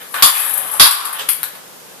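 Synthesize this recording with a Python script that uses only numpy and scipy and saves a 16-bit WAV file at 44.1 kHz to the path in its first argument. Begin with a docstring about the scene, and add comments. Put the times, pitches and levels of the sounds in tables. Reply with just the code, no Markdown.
"""A ferret and a ping-pong ball

A ferret paws at the hollow ball in the corner of a small tiled room. The ball clacks on wall and
floor, twice very hard, and rolls a little; claws scratch and paws rub on the tiles in between.
The room rings brightly, and the two unequal microphone openings overload on the hard clacks."""
import sys
import numpy as np
from scipy import signal
from scipy.fft import rfft, irfft, next_fast_len
from scipy.io import wavfile

SR = 44100
rng = np.random.default_rng(int(sys.argv[2]) if len(sys.argv) > 2 else 0)


def waveform_to_disk(signal):
    """Save audio, clipped to [-1, 1], as 16-bit WAV at the path in sys.argv[1]."""
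    frames = np.transpose(np.atleast_2d(signal))
    scaled = np.clip(frames, -1, 1) * 32767
    samples = np.round(scaled).astype(np.int16)
    wavfile.write(sys.argv[1], SR, samples)


N = 88200

# The ball's hollow note against the tiles. Each row: pitch in Hz, width in Hz, level in dB.
HOLLOW_NOTE = [(1132, 153, 49), (1420, 400, -19)]


def ball_clacks():
    """Each hit on the tiles is its own mix of hollow knock, ringing shell, dull tap and bright click."""
    # Each row: start in seconds, knock in dB, shell in dB, tap in dB, tap pitch in Hz, click in dB,
    # the click's treble tilt in dB per octave, direct sound (heard before any echo) in dB.
    hits = [(0.141, 10, -13, 10, 1260, 2, 5, -18.5), (0.2237, 27, 30, -10, 2570, 30, 2, -8.5),
            (0.7974, 28, 35.5, 32.5, 3840, 32, -5.5, -0.5), (0.8763, 2, 3, 11, 2500, 11, 2, -4),
            (0.91, -3, -6, 4, 2550, 14.5, -3, -1.5), (1.055, 1, -3, -1, 3470, -6, -7.5, -6),
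            (1.1957, -12, -10, -5, 3040, -11, 11, 4), (1.2897, -16, 7, 10.5, 2170, 16.5, 12.5, -2.5),
            (1.333, -30, -14, -14.5, 2180, -1, 9, 3.5), (1.4313, -26, -10, 1, 1620, 6.5, 7, 0),
            (1.4382, -10, -6, 4.5, 4000, -21, 6, -4), (1.552, -23, -22, -5, 650, -13, 0, -27)]
    # The notes of the thin shell. Each row: pitch in Hz, width in Hz, level in dB.
    shell_notes = [(2450, 77, -33), (3408, 180, 5.5), (3767, 210, -3.5), (4710, 560, 2), (5410, 600, -3.5),
                   (5972, 84, -4.5), (7047, 210, -6.5)]
    # The tone of the tap and of the click. Each row: frequency in Hz, level in dB.
    tap_tone = [(100, -22), (400, -32), (800, -6.5), (1400, 5.5), (2000, -3), (2900, -3.5), (4200, -5),
                (6000, -33.5), (14000, -19.5)]
    click_tone = [(500, -74.5), (4000, -2), (6500, -10), (8000, -7), (9300, -0.5), (10400, 5.5), (12300, 2),
                  (14500, -16)]
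    tap_width, tap_ring_db = 0.28, 1.5  # width as a share of the pitch; level against the dull pulse
    tilt_above_hz = 8000
    knock, shell, dull = ring(HOLLOW_NOTE), ring(shell_notes), pulse(tap_tone)
    click_fade = fade(np.arange(len(dull)) / SR, fade_s=0.0081)
    out = np.zeros((2, N))
    for start, knock_db, shell_db, tap_db, tap_hz, click_db, tilt_db, direct_db in hits:
        tilted = [(hz, db + tilt_db * np.log2(max(hz / tilt_above_hz, 1))) for hz, db in click_tone]
        click = through(rng.standard_normal(len(dull)) * click_fade, pulse(tilted))
        tap = dull + amp(tap_ring_db) * ring([(tap_hz, tap_width * tap_hz, 0)])
        parts = [(knock_db, knock), (shell_db, shell), (tap_db, tap), (click_db, click)]
        clack = sum(amp(db) * part / np.linalg.norm(part) for db, part in parts)
        add(out, start, signal.fftconvolve(clack, room_echo(direct_db), axes=1))
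    return out


def claw_scratches():
    """Claws catch and slip on tile: a bright scuffing with short, stronger scratches."""
    # Single scratches. Each row: middle in seconds, half length in seconds, level in dB.
    strokes = [(0.402, 0.0076, -17), (0.497, .004, -17.5), (0.541, 0.0052, -15.5), (0.579, 0.0039, -13.5),
               (.718, 0.0058, -19), (.740, 0.0016, -13), (0.772, 0.0027, -23.5), (1.056, 0.0061, -18),
               (1.132, 0.0042, -19.5), (1.2877, 0.0017, -17)]
    # How strongly the claws scuff. Each row: time in seconds, level in dB.
    scuff_levels = [(0, -40.5), (.06, -44), (.12, -36), (.16, -37), (.28, -31), (.35, -16.5), (.45, -22.5),
                    (.6, -29), (.67, -26.5), (.76, -51), (.85, -18.5), (1.0, -32.5), (1.17, -72),
                    (1.3, -28), (1.48, -65), (1.62, -54), (2, -54)]
    # The tone of claw on tile. Each row: frequency in Hz, level in dB.
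    claw_tone = [(500, -20.5), (3000, -24), (6300, -13.5), (7700, -10.5), (9300, -4), (11000, 6.5),
                 (12400, 0), (14500, -19)]
    pressure = sum(swell(middle, half_length, db) for middle, half_length, db in strokes)
    scratches = through(pressure * rng.standard_normal(N), room_echo(direct_db=-3.5))
    scuff = through(friction() * level_curve(scuff_levels), room_echo())
    return through(scuff + scratches, pulse(claw_tone))


def paw_rubs():
    """Soft paws rub the floor, with a few strokes that each have their own pitch."""
    # How strongly the paws rub. Each row: time in seconds, level in dB.
    rub_levels = [(0, -25.5), (.12, -57), (.17, -20), (.35, -20.5), (.6, -28), (.78, -34.5), (.95, -43),
                  (1.16, -23), (1.21, -23.5), (1.26, -84), (1.4, -33), (1.55, -41), (1.65, -50), (2, -45.5)]
    # The tone of paw on tile. Each row: frequency in Hz, level in dB.
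    paw_tone = [(60, -70), (250, -24), (550, -1.5), (1100, 5), (1800, 4.5), (2500, -2.5), (3600, -0.5),
                (5000, -13), (7000, -38), (14000, -11)]
    # Single strokes. Each row: middle in seconds, half length in seconds, pitch in Hz, level in dB.
    strokes = [(0.161, 0.02, 1550, -19.5), (0.362, 0.037, 2490, -18.5), (0.59, 0.051, 670, -26),
               (0.746, 0.016, 900, -22), (1.2, 0.017, 3240, -18), (1.214, 0.015, 520, -29.5)]
    stroke_width = 0.33  # as a share of the pitch
    rub = through(friction() * level_curve(rub_levels), pulse(paw_tone))
    for middle, half_length, hz, db in strokes:
        slips = friction() * swell(middle, half_length, db)
        rub += through(slips, ring([(hz, stroke_width * hz, 0)]))
    return through(rub, room_echo())


def ball_rolling():
    """The rough tile keeps the rolling ball's hollow note going."""
    # How strongly the ball rumbles. 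Each row: time in seconds, level in dB.
    roll_levels = [(0, -47), (.13, -41), (.2, -41), (.5, -36), (.78, -25.5), (.95, -24.5), (1.07, -22),
                   (1.17, -40), (1.3, -71), (1.5, -73), (2, -76)]
    bumps = friction() * level_curve(roll_levels)
    return through(through(bumps, ring(HOLLOW_NOTE)), room_echo())


def room_echo(direct_db=-18.5, size=30000):
    """The room's stereo answer to a click: direct sound, a quick flutter in the corner, a long tail."""
    # How long the tiled room rings. Each row: frequency in Hz, seconds to fade by 60 dB.
    ring_times = [(150, 0.13), (1100, 0.84), (3500, 0.57), (7000, 0.51), (11000, 0.4), (15000, 0.44)]
    tail_db, flutter_db = -5, -2
    hz, t, bands = signal.stft(rng.standard_normal((2, size)), SR, nperseg=256)
    fading_bands = bands * fade(t, value_at(ring_times, hz)[:, None])
    tail = signal.istft(fading_bands, SR, nperseg=256)[1][:, :size]
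    flutter = rng.standard_normal((2, size)) * fade(np.arange(size) / SR, fade_s=0.18)
    echo = amp(tail_db) * tail / np.linalg.norm(tail[0])
    echo += amp(flutter_db) * flutter / np.linalg.norm(flutter[0])
    echo[:, 0] += amp(direct_db)
    return echo


def background():
    """A steady hiss and a faint low hum."""
    # The tone of the hiss. Each row: frequency in Hz, level in dB.
    hiss_tone = [(18, -52), (30, -24), (128, -19), (145, -9), (226, -12), (398, -12), (477, -5),
                 (668, -12.5), (780, -10), (2140, -18), (2500, -18), (2840, -18), (14500, -19)]
    hiss_db, hum_db, hum_hz = -38, -65, 156.4
    hiss = unit(through(rng.standard_normal((2, N)), pulse(hiss_tone)))
    hum = np.sqrt(2) * np.sin(2 * np.pi * hum_hz * np.arange(N) / SR)
    return amp(hiss_db) * hiss + amp(hum_db) * hum


def friction(slips_per_s=1600, spread_db=4.5):
    """Surfaces rubbing together make many tiny slips of uneven size."""
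    slips = rng.random(N) < slips_per_s / SR
    return unit(slips * rng.choice([-1, 1], N) * amp(spread_db * rng.standard_normal(N)))


def amp(db):
    """Turn decibels into a number to multiply a sound by."""
    return 10 ** (np.asarray(db) / 20)


def unit(x):
    """Scale a sound to an average strength (rms) of 1."""
    return x / np.sqrt(np.mean(x ** 2) + 1e-20)


def fade(t, fade_s):
    """Die away by 60 dB every fade_s seconds."""
    return amp(-60 * t / fade_s)


def swell(middle_s, half_length_s, db):
    """A smooth, bell-shaped rise and fall."""
    return amp(db) * np.exp(-((np.arange(N) / SR - middle_s) / half_length_s) ** 2)


def value_at(points, hz):
    """Read between (Hz, value) points, with octaves evenly spaced."""
    frequencies, values = np.transpose(points)
    return np.interp(np.log(hz + 1), np.log(frequencies + 1), values)


def level_curve(points):
    """Join (seconds, dB) points into a volume for every sample."""
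    return amp(np.interp(np.arange(N) / SR, *np.transpose(points)))


def add(track, start_s, sound):
    """Mix a sound into the track at its start time."""
    part = track[..., round(start_s * SR):][..., :sound.shape[-1]]
    part += sound[..., :part.shape[-1]]


def through(x, response):
    """Pass a sound through a filter or echo, keeping its length."""
    return signal.fftconvolve(np.atleast_2d(x), np.atleast_2d(response), axes=1)[:, :x.shape[-1]]


def tone_filter(points, size=2048):
    """A filter whose tone follows (Hz, dB) points."""
    gains = amp(value_at(points, np.fft.rfftfreq(size, 1 / SR)))
    cepstrum = irfft(np.log(gains))
    # Fold the second half onto the first, so nothing sounds before the hit.
    cepstrum[1:size // 2] *= 2
    cepstrum[size // 2 + 1:] = 0
    return irfft(np.exp(rfft(cepstrum)))


def pulse(points):
    """A short pulse of energy 1 whose tone follows (Hz, dB) points."""
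    response = tone_filter(points)
    return response / np.linalg.norm(response)


def ring(notes, size=2048):
    """Ringing of energy 1 from (Hz, width in Hz, dB) notes; narrower notes ring longer."""
    hz = np.fft.rfftfreq(size, 1 / SR)
    spectrum = sum((-1) ** k * amp(db) * 1j * hz * width / (pitch ** 2 - hz ** 2 + 1j * hz * width)
                   for k, (pitch, width, db) in enumerate(notes))
    ringing = irfft(spectrum)
    return ringing / np.linalg.norm(ringing)


def scene():
    """Ball and ferret as the two microphone openings hear them, over the background."""
    # The tone of each opening. Each row: frequency in Hz, level in dB.
    left_tone = [(1200, -4), (2700, -4.5), (4200, -7.5), (6400, -5), (8000, 6.5), (10000, 7), (14500, 8)]
    right_tone = [(1200, -6), (2700, -2.5), (4200, -2), (6400, -1.5), (8000, -2), (10000, -12),
                  (14500, -10.5)]
    openings = np.array([tone_filter(left_tone), tone_filter(right_tone)])
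    play = ball_clacks() + claw_scratches() + paw_rubs() + ball_rolling()
    return through(play, openings) + background()


def record(dry):
    """The recorder clips loud peaks, briefly turns down volume and bass, and loses the top treble."""
    full_scale, top_hz = 0.89, 14600
    react_s, hold_s = 0.078, 0.073
    dip_db, dip_knee = 4.5, 0.093  # deepest dip; share of overloaded time that gives most of it
    bass_hz, most_bass_cut = 210, 0.73
    too_loud = np.mean(np.abs(dry) > full_scale, axis=0)
    # The recorder reacts a moment after an overload, then gradually forgets it.
    since_reacting = np.arange(SR // 2) / SR - react_s
    memory = (since_reacting > 0) * np.exp(-np.abs(since_reacting) / hold_s)
    overload = np.abs(through(too_loud, memory / memory.sum()))
    bass_cut = most_bass_cut * np.tanh(15 * overload)
    bass = signal.sosfiltfilt(signal.butter(4, bass_hz, fs=SR, output="sos"), dry)
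    turned_down = (dry - bass_cut * bass) * amp(-dip_db * np.tanh(overload / dip_knee))
    clipped = np.clip(turned_down, -full_scale, full_scale)
    size = next_fast_len(N + SR // 10)
    below_top = np.fft.rfftfreq(size, 1 / SR) < top_hz
    return irfft(rfft(clipped, size) * below_top, size)[:, :N]


dry = scene()
out = record(dry)
waveform_to_disk(out)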